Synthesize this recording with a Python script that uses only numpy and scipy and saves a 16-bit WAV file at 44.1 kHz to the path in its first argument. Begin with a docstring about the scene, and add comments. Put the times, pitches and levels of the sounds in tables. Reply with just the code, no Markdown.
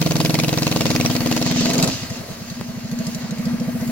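"""A motor trike drifts on a concrete lot. Its single-cylinder four-stroke first barks under throttle: each firing
sends one surge through the silencer, whose ring rises in pitch as the exhaust valve closes, with noise bursts on top.
The air box hums on between firings. The wheels hiss as filtered noise, loudest as the trike swings round,
where the tyres scrub and one chirps. Then the throttle shuts with hard misfire cracks, the bark fades and the engine
chugs on slower with valve ticks; a wheel knocks over a joint. Low frame rumble and a faint answer from the lot lie below."""
import sys
import numpy as np
from scipy import signal
from scipy.fft import rfft, irfft, next_fast_len
from scipy.io import wavfile
from scipy.ndimage import uniform_filter1d, map_coordinates

SR = 44100
rng = np.random.default_rng(int(sys.argv[2]) if len(sys.argv) > 2 else 0)


def generate_wav(signal):
    """Clip the signal to [-1, 1] and save it as 16-bit WAV at the path in sys.argv[1]."""
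    frames = np.transpose(np.atleast_2d(signal))
    scaled = np.clip(frames, -1, 1) * 32767
    pcm = np.round(scaled).astype(np.int16)
    wavfile.write(sys.argv[1], SR, pcm)


N = 172431


def amp(db):
    """Level in decibels to amplitude ratio: 20 dB is a factor of ten."""
    return 10 ** (np.asarray(db) / 20)


def unit(x):
    """Scale to an rms of 1, so that a later gain sets the effective level."""
    return x / np.sqrt(np.mean(x ** 2) + 1e-20)


def along(points, hz):
    """Spectrum read between (frequency, value) points on a logarithmic axis, as pitch is heard."""
    f, v = np.transpose(points)
    return np.interp(np.log(hz + 1), np.log(f + 1), v)


def at(rows, s):
    """Slowly varying parameters: each column interpolated linearly at the times s."""
    knots, *cols = np.transpose(rows)
    return [np.interp(s, knots, c) for c in cols]


def clock():
    """Time axis of the whole scene in seconds."""
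    return np.arange(N) / SR


def around():
    """Time axis of one event, 0.1 s either side of it."""
    return np.arange(-SR // 10, SR // 10) / SR


def wobble(rate):
    """Band-limited random modulation: a smooth curve through random knots, rate of them a second."""
    knots = rng.standard_normal(int(N * rate / SR) + 4)
    return map_coordinates(knots, [clock() * rate])


def filtered(x, response):
    """Linear filtering: the spectrum of x times a function of frequency."""
    m = next_fast_len(N + SR // 2)
    hz = np.fft.rfftfreq(m, 1 / SR)
    return irfft(rfft(x, m) * response(hz), m)[..., :N]


def noise(spectrum, patchy_db):
    """Partly coherent stereo noise of rms 1; smoothed random gains make it patchy in time and frequency."""
    # left-right likeness: (frequency [Hz], correlation [0 to 1])
    alike = [(30, 0.51), (100, 1), (300, 1), (700, 0.44), (1500, 0.47), (5000, 0.39), (15000, 0.069)]
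    z = signal.stft(rng.standard_normal((2, N)), nperseg=512)[2]
    field = rng.standard_normal(z.shape[1:])
    field = uniform_filter1d(field, size=4, axis=0)
    field = uniform_filter1d(field, size=8, axis=1)
    pair = signal.istft(z * amp(patchy_db * unit(field)), nperseg=512)[1][:, :N]

    def mid_side(hz):
        # cos^2 - sin^2 of this angle is the wanted correlation
        angle = np.arccos(np.clip(along(alike, hz), -1, 1)) / 2
        return amp(along(spectrum, hz)) * [np.cos(angle), np.sin(angle)]

    mid, side = filtered(pair, mid_side)
    return unit(np.array([mid + side, mid - side]))


def lay(times, waves):
    """Superposition: the sum of the waves, each centred on its time."""
    starts = np.round(np.asarray(times)[:, None] * SR).astype(int) - waves.shape[1] // 2
    index = starts + np.arange(waves.shape[1])
    inside = (index >= 0) & (index < N)
    return np.bincount(index[inside], waves[inside], N)


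def bursts(times, db, attack_s, decay_s):
    """Impulsive excitation: envelopes with a fast rise and exponential decay, each peaking at its db."""
    t = np.maximum(around(), 0)
    shape = (1 - np.exp(-(t / attack_s) ** 2)) * np.exp(-t / decay_s)
    return lay(times, amp(db)[:, None] * shape / shape.max())


def firings():
    """Phase accumulation: a firing falls wherever the integral of the rate passes a whole number."""
    # engine speed: (time [s], rate [firings/s])
    engine_speed = [(0.0, 21.33), (0.65, 21.58), (0.95, 20.78), (1.24, 18.22), (1.42, 20.48), (1.6, 20.57),
                    (1.73, 23.36), (1.86, 20.25), (1.92, 14.0), (2.05, 12.19), (2.35, 8.76), (2.55, 10.66),
                    (2.8, 13.15), (3.05, 13.11), (3.18, 11.71), (3.42, 13.98), (3.6, 13.87), (3.9, 14.81)]
    first_firing_s = .0157
    rate, = at(engine_speed, clock())
    turns = np.cumsum(rate) / SR
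    turns = turns - np.interp(first_firing_s, clock(), turns)
    times = np.interp(np.arange(int(turns[-1]) + 1), turns, clock())
    cycle = 1 / at(engine_speed, times)[0]
    return times, cycle


def silencer(times):
    """Resonator with a moving end condition: each surge swells, glides up as the valve shuts and rings out."""
    # exhaust surge: (time [s], level [dB], pitch with valve open [Hz], pitch with valve shut [Hz]), before scatter
    surge_curve = [(0, -12, 157, 166), (.3, -13.5, 147.4, 172), (.65, -16, 139, 174), (.9, -15.5, 135, 247),
                   (1.15, -16, 130, 242), (1.3, -18, 133, 240), (1.38, -23, 127, 243),
                   (1.46, -15, 143, 258), (1.6, -15.5, 154, 263), (1.72, -21.5, 150, 246),
                   (1.83, -10, 166, 277), (1.9, -19.5, 136, 255), (1.96, -23, 119, 260),
                   (2.12, -19, 112, 228), (2.22, -26, 119, 208), (2.85, -20, 126, 221),
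                   (2.95, -15.5, 149, 228), (3.22, -19, 142, 213), (3.48, -13.5, 153, 229),
                   (3.9, -16.5, 135, 243)]
    # shape of the surge: (time [s], swell [s], ring [s], valve shutting after the crest [s])
    surge_shape = [(.5, .009, .014, .01), (1.1, .0055, .018, .01), (1.35, .005, .018, .01),
                   (1.8, .006, .014, .0105), (2.05, .012, .010, 0), (3.9, .010, .011, -.004)]
    # hollow notes of the silencer: (frequency [Hz], relative level [dB])
    hollow = [(495, 0), (645, 0.5)]
    shut_s, third_db = 0.0034, -19  # time scale of the valve shutting; third harmonic
    puff_db, puff_s, puff_scatter_db = -18.5, 0.0068, 1.5
    t = around()
    db, open_hz, shut_hz = at(surge_curve, times[:, None])
    swell, ring, shut_at = at(surge_shape, times[:, None])
    chance = rng.standard_normal((len(times), 2 + len(hollow)))
    closure = (1 + np.tanh((t - shut_at) / shut_s)) / 2
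    hz = (open_hz + (shut_hz - open_hz) * closure) * (1 + 0.0089 * chance[:, :1])
    phase = 2 * np.pi * np.cumsum(hz, axis=1) / SR
    phase = phase - phase[:, [len(t) // 2]]  # zero at the crest
    env = np.exp(np.where(t < 0, -(t / swell) ** 2 / 2, -t / ring))
    surge = -env * np.cos(phase) + amp(third_db) * env ** 2 * np.cos(3 * phase)
    notes = 0
    for k, (note_hz, level) in enumerate(hollow, 2):
        notes = notes + amp(level + puff_scatter_db * chance[:, [k]]) * np.cos(2 * np.pi * note_hz * t)
    puff = -amp(puff_db) * np.exp(-((t - .003) / puff_s) ** 2 / 2) * notes
    return lay(times, amp(db + 0.35 * chance[:, 1:2]) * (surge + puff))


def air_box(times, cycle):
    """Forced resonance: the engine harmonic nearest the box's resonance swells on every intake stroke."""
    # ring of the air box: (time [s], level before flutter [dB], resonance [Hz])
    box_curve = [(0, -34, 244), (.22, -20.5, 236), (.6, -28, 236), (.78, -21, 240), (1.28, -17, 242),
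                 (1.385, -19.5, 243), (1.45, -19, 243), (1.7, -14.5, 243), (1.82, -17.5, 264),
                 (1.92, -22.5, 255), (2.06, -50, 238), (2.18, -25.5, 236), (2.26, -39, 234),
                 (2.6, -25.5, 235), (2.88, -27, 236), (2.97, -19.5, 238), (3.27, -26.5, 234),
                 (3.5, -19.5, 238), (3.75, -27, 237), (3.9, -18.5, 239)]
    intake_turn, intake_width = 0.62, .12  # place and spread of the intake stroke [cycles]
    ring_share = 0.16  # part of the ring that stays between strokes
    edges = np.r_[times[0] - cycle[0], times, times[-1] + cycle[-1]]
    position = np.interp(clock(), edges, np.arange(len(edges)))
    number, turn = np.divmod(position, 1)
    harmonic = np.round(at(box_curve, edges[:-1])[1] * np.diff(edges))
    order = harmonic.take(number.astype(int), mode="clip")
    stroke = np.exp(-((turn - intake_turn) / intake_width) ** 2 / 2)
    swelling = ring_share + (1 - ring_share) * stroke
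    size = amp(at(box_curve, clock())[0]) * swelling * amp(2.3 * wobble(25.11))
    return -size * np.cos(2 * np.pi * order * turn)


def gas_kick(times, cycle, db):
    """Blowdown pulse: a brief pressure wave as the exhaust valve opens, and its weaker rebound."""
    kick_db, kick_s = -0.5, 0.00093
    rebound_db, rebound_turn = -15.5, 0.249  # delay in cycles
    u = around() / kick_s
    kicks = amp(db + kick_db)[:, None] * (u ** 2 - 1) * np.exp(-u ** 2 / 2)
    return lay(times, kicks) + amp(rebound_db) * lay(times + rebound_turn * cycle, kicks)


def pipe_ring(times, db):
    """Modal synthesis: each firing excites the decaying modes of silencer shell and pipe."""
    # modes: (frequency [Hz], relative level [dB], 60 dB decay time [s])
    shell_modes = [(205, -16.5, 0.11), (318.7, -1, 0.11), (443.5, -5, 0.098), (516.4, 2, 0.043),
                   (589, -3.5, 0.061), (690.3, -3.5, 0.048), (694, -12, 0.038), (1044, -7.5, 0.026),
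                   (1160, -34, 0.019), (1410, -14.5, 0.069)]
    t = np.maximum(around(), 0)
    modes = np.array([amp(level - 60 * t / t60) * np.sin(2 * np.pi * hz * t) for hz, level, t60 in shell_modes])
    modes = modes * (1 - np.exp(-t / 0.0024))  # soft onset
    scattered_db = db[:, None] + rng.standard_normal((len(times), len(shell_modes)))
    return amp(-4) * lay(times, -amp(scattered_db) @ modes)


def bark(times, cycle):
    """Jet noise and pulse: the gas kicks, cracks and rings the pipe; a second burst follows as the valve seats."""
    # sharpness of the exhaust under throttle: (time [s], level before each part's offset and scatter [dB])
    bark_level = [(0, -13.5), (.25, -12.5), (.7, -13), (.9, -12.5), (1.05, -12.5), (1.1, -15),
                  (1.21, -15.5), (1.3, -11.5), (1.365, -14), (1.415, -14.5), (1.47, -17), (1.6, -17),
                  (1.72, -16), (1.83, -14.5), (1.9, -21.5), (1.98, -61), (3.9, -87)]
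    # spectra of the rasp and of the valve seating: (frequency [Hz], relative level [dB])
    rasp_spectrum = [(350, -1), (550, 9), (800, 4), (1100, 8), (1270, -3), (2200, 1.5), (2750, 2.5),
                     (3300, 1), (4200, 6.5), (5300, 0.5), (7200, -1), (8600, -13), (15500, -11)]
    clatter_spectrum = [(300, -31), (600, -3), (1300, -11.5), (2400, 4.5), (3300, -1), (4200, -3),
                        (5500, 2.5), (7000, -3.5), (8500, -15), (15500, -22)]
    rasp_db, rasp_lead_s, rasp_attack_s, rasp_decay_s = -5, 0.0025, 0.0025, 0.0043
    clatter_db, clatter_turn, clatter_decay_s = -5, 0.189, 0.003  # turn: delay in cycles
    burst_scatter_db = 1.93
    db, = at(bark_level, times)
    first, second = db + burst_scatter_db * rng.standard_normal((len(times), 2)).T
    kick = gas_kick(times, cycle, db)
    pipe = pipe_ring(times, db)
    rasp_env = bursts(times - rasp_lead_s, first + rasp_db, rasp_attack_s, rasp_decay_s)
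    rasp = rasp_env * noise(rasp_spectrum, patchy_db=2)
    clatter_env = bursts(times + clatter_turn * cycle, second + clatter_db, 0.001, clatter_decay_s)
    clatter = clatter_env * noise(clatter_spectrum, patchy_db=4.0)
    return kick + pipe + rasp + clatter


def cracks_and_ticks():
    """Impulsive noise: hard misfire cracks as the throttle shuts, then valve ticks at idle, in short bright bursts."""
    # cracks and valve ticks: (time [s], envelope peak [dB])
    crack_times = [(1.649, -22), (1.694, -23), (1.734, -16.5), (1.78, -16.5), (1.797, -32), (1.826, -13.5),
                   (1.837, -38), (1.841, -19.5), (1.875, -16.5), (2.10, -26), (2.5, -29), (2.914, -29.5),
                   (2.988, -31), (3.067, -25.5), (3.147, -27), (3.308, -28), (3.383, -34), (3.454, -28),
                   (3.599, -32), (3.809, -34.5), (3.876, -34)]
    # spectrum: (frequency [Hz], relative level [dB])
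    crack_spectrum = [(500, -4), (1500, -2), (3000, -4), (4500, 7), (5700, 4.5), (7000, 7.5), (8500, -7.5),
                      (12000, -7), (15500, -16)]
    s, db = np.transpose(crack_times)
    return bursts(s, db, 0.00026, decay_s=0.0064) * noise(crack_spectrum, patchy_db=5.0)


def joint_knock():
    """Impulse radiation: a wheel bumps over a joint, a push followed by a longer, shallower pull."""
    knock_s, knock_db, push_s = 2.612, -11.5, .0008
    u = np.maximum(clock() - knock_s, 0) / push_s
    return amp(knock_db) * (u > 0) * (1 - u) * np.exp(-u)


def wheels():
    """Friction noise: dense sliding hiss, rolling noise and a fine fizz, sharing one random grit."""
    # wheels on concrete, before offsets and grit: (time [s], slide level [dB], roll level [dB], fizz level [dB])
    wheel_levels = [(0.0, -37.5, -40, -38), (0.67, -34.5, -37.5, -36.5), (0.88, -33.5, -37, -38.5),
                    (1.28, -33.5, -34.5, -38), (1.41, -32.5, -37.5, -38), (1.5, -28.5, -35, -46),
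                    (1.65, -27, -37.5, -47), (1.8, -32, -39, -49), (1.93, -32, -37, -43),
                    (2.13, -39.5, -42, -45.5), (2.5, -41.5, -43, -48.5), (2.87, -44.5, -43.5, -51.5),
                    (3.1, -39.5, -40.5, -44), (3.3, -44, -41, -52.5), (3.45, -43, -39.5, -47.5),
                    (3.64, -46, -40.5, -47), (3.9, -43.5, -39.5, -41)]
    # spectra of slide, roll and fizz: (frequency [Hz], relative level [dB])
    slide_spectrum = [(1500, -29), (2700, 0), (3400, -2.5), (4500, 3.5), (5500, 0), (7000, 0.5),
                      (8300, -15), (11000, -58), (16000, -24)]
    roll_spectrum = [(100, 2), (380, 0.5), (680, 5), (850, -3), (1150, -0.5), (1400, -2.5), (2000, -0.5),
                     (2800, -8.5), (3600, -17.5), (7000, -29.5)]
    fizz_spectrum = [(5000, -8), (8500, -1), (10000, 0.5), (11500, 2.5), (13000, -1), (15500, 1.5)]
    slide_offset_db, roll_offset_db, fizz_offset_db = 1, 2, 1.5
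    slide_db, roll_db, fizz_db = at(wheel_levels, clock())
    grit_db = 1.05 * wobble(170)
    slide_gain = amp(slide_db + slide_offset_db + .5 * grit_db + 1.3 * wobble(26.16))
    slide = slide_gain * noise(slide_spectrum, patchy_db=1.5)
    roll = amp(roll_db + roll_offset_db + grit_db) * noise(roll_spectrum, patchy_db=1.0)
    fizz = amp(fizz_db + fizz_offset_db + 0.48 * grit_db) * noise(fizz_spectrum, patchy_db=3.0)
    return slide + roll + fizz


def tyre_chirp():
    """Stick-slip tone: one tyre grabs for a moment, a short sine with a wandering phase."""
    chirp_s, chirp_hz, chirp_db, length_s = 1.70, 674, -23, 0.011
    t = clock() - chirp_s
    env = amp(chirp_db) * np.exp(-(t / length_s) ** 2 / 2)
    return env * np.sin(2 * np.pi * chirp_hz * t + .5 * wobble(60))


def tyre_scrub():
    """Lateral friction: tyres scrub sideways as the trike swings round, noise with a fluttering level."""
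    # scrub: (time [s], level before flutter [dB])
    scrub_level = [(1.4, -56), (1.6, -37.5), (1.8, -24.5), (1.87, -28), (2, -54), (2.3, -38), (2.45, -64)]
    # spectrum: (frequency [Hz], relative level [dB])
    scrub_spectrum = [(250, -6.5), (420, 4.5), (560, 3), (690, 5), (780, -7), (900, -7.5), (1200, -6),
                      (1700, -23)]
    return amp(at(scrub_level, clock())[0] + wobble(54)) * noise(scrub_spectrum, patchy_db=1)


def frame_rumble():
    """Structure-borne sound: the frame rumbles as low-frequency noise."""
    # rumble: (time [s], level [dB])
    rumble_level = [(0, -34), (1.4, -36), (1.85, -30), (2.05, -39), (2.8, -41), (3.9, -35)]
    # spectrum: (frequency [Hz], relative level [dB])
    rumble_spectrum = [(25, -24), (50, -7.5), (80, 9.5), (130, 8.5), (250, 7.5), (400, -9.5), (800, -69)]
    return amp(at(rumble_level, clock())[0]) * noise(rumble_spectrum, patchy_db=0.0)


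def yard(x):
    """Diffuse reverberation: convolution with exponentially decaying noise, a faint answer from the lot."""
    yard_db, yard_t60 = -10, 0.096  # 60 dB decay time [s]
    t = np.arange(SR // 2) / SR
    tail = rng.standard_normal((2, len(t))) * amp(-60 * t / yard_t60)
    tail = tail / np.linalg.norm(tail[0])
    return amp(yard_db) * signal.fftconvolve(x, tail, axes=1)[:, :N]


def scene():
    """Interaural cues: level and arrival time differ between the channels, the left leading."""
    # balance: (frequency [Hz], left minus right [dB])
    left_right = [(100, 0.5), (2000, 0.7), (5500, -2), (9000, 3.5), (15000, 8.5)]
    low_cut_hz, left_lead_s = 47, .00007  # the exhaust radiates little below the cut
    times, cycle = firings()
    engine = silencer(times) + air_box(times, cycle) + bark(times, cycle)
    engine = filtered(engine, lambda hz: hz ** 4 / (hz ** 4 + low_cut_hz ** 4))
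    trike = engine + cracks_and_ticks() + joint_knock() + wheels()
    trike = trike + frame_rumble() + tyre_chirp() + tyre_scrub()
    side = np.array([[1], [-1]]) / 2  # half of each difference to either channel

    def placing(hz):
        return amp(side * along(left_right, hz)) * np.exp(2j * np.pi * hz * side * left_lead_s)

    return filtered(trike + yard(trike), placing)


def record(dry):
    """Band limitation: an ideal low-pass keeps nothing from 15950 Hz up."""
    return filtered(dry, lambda hz: hz < 15950)


dry = scene()
out = record(dry)
generate_wav(out)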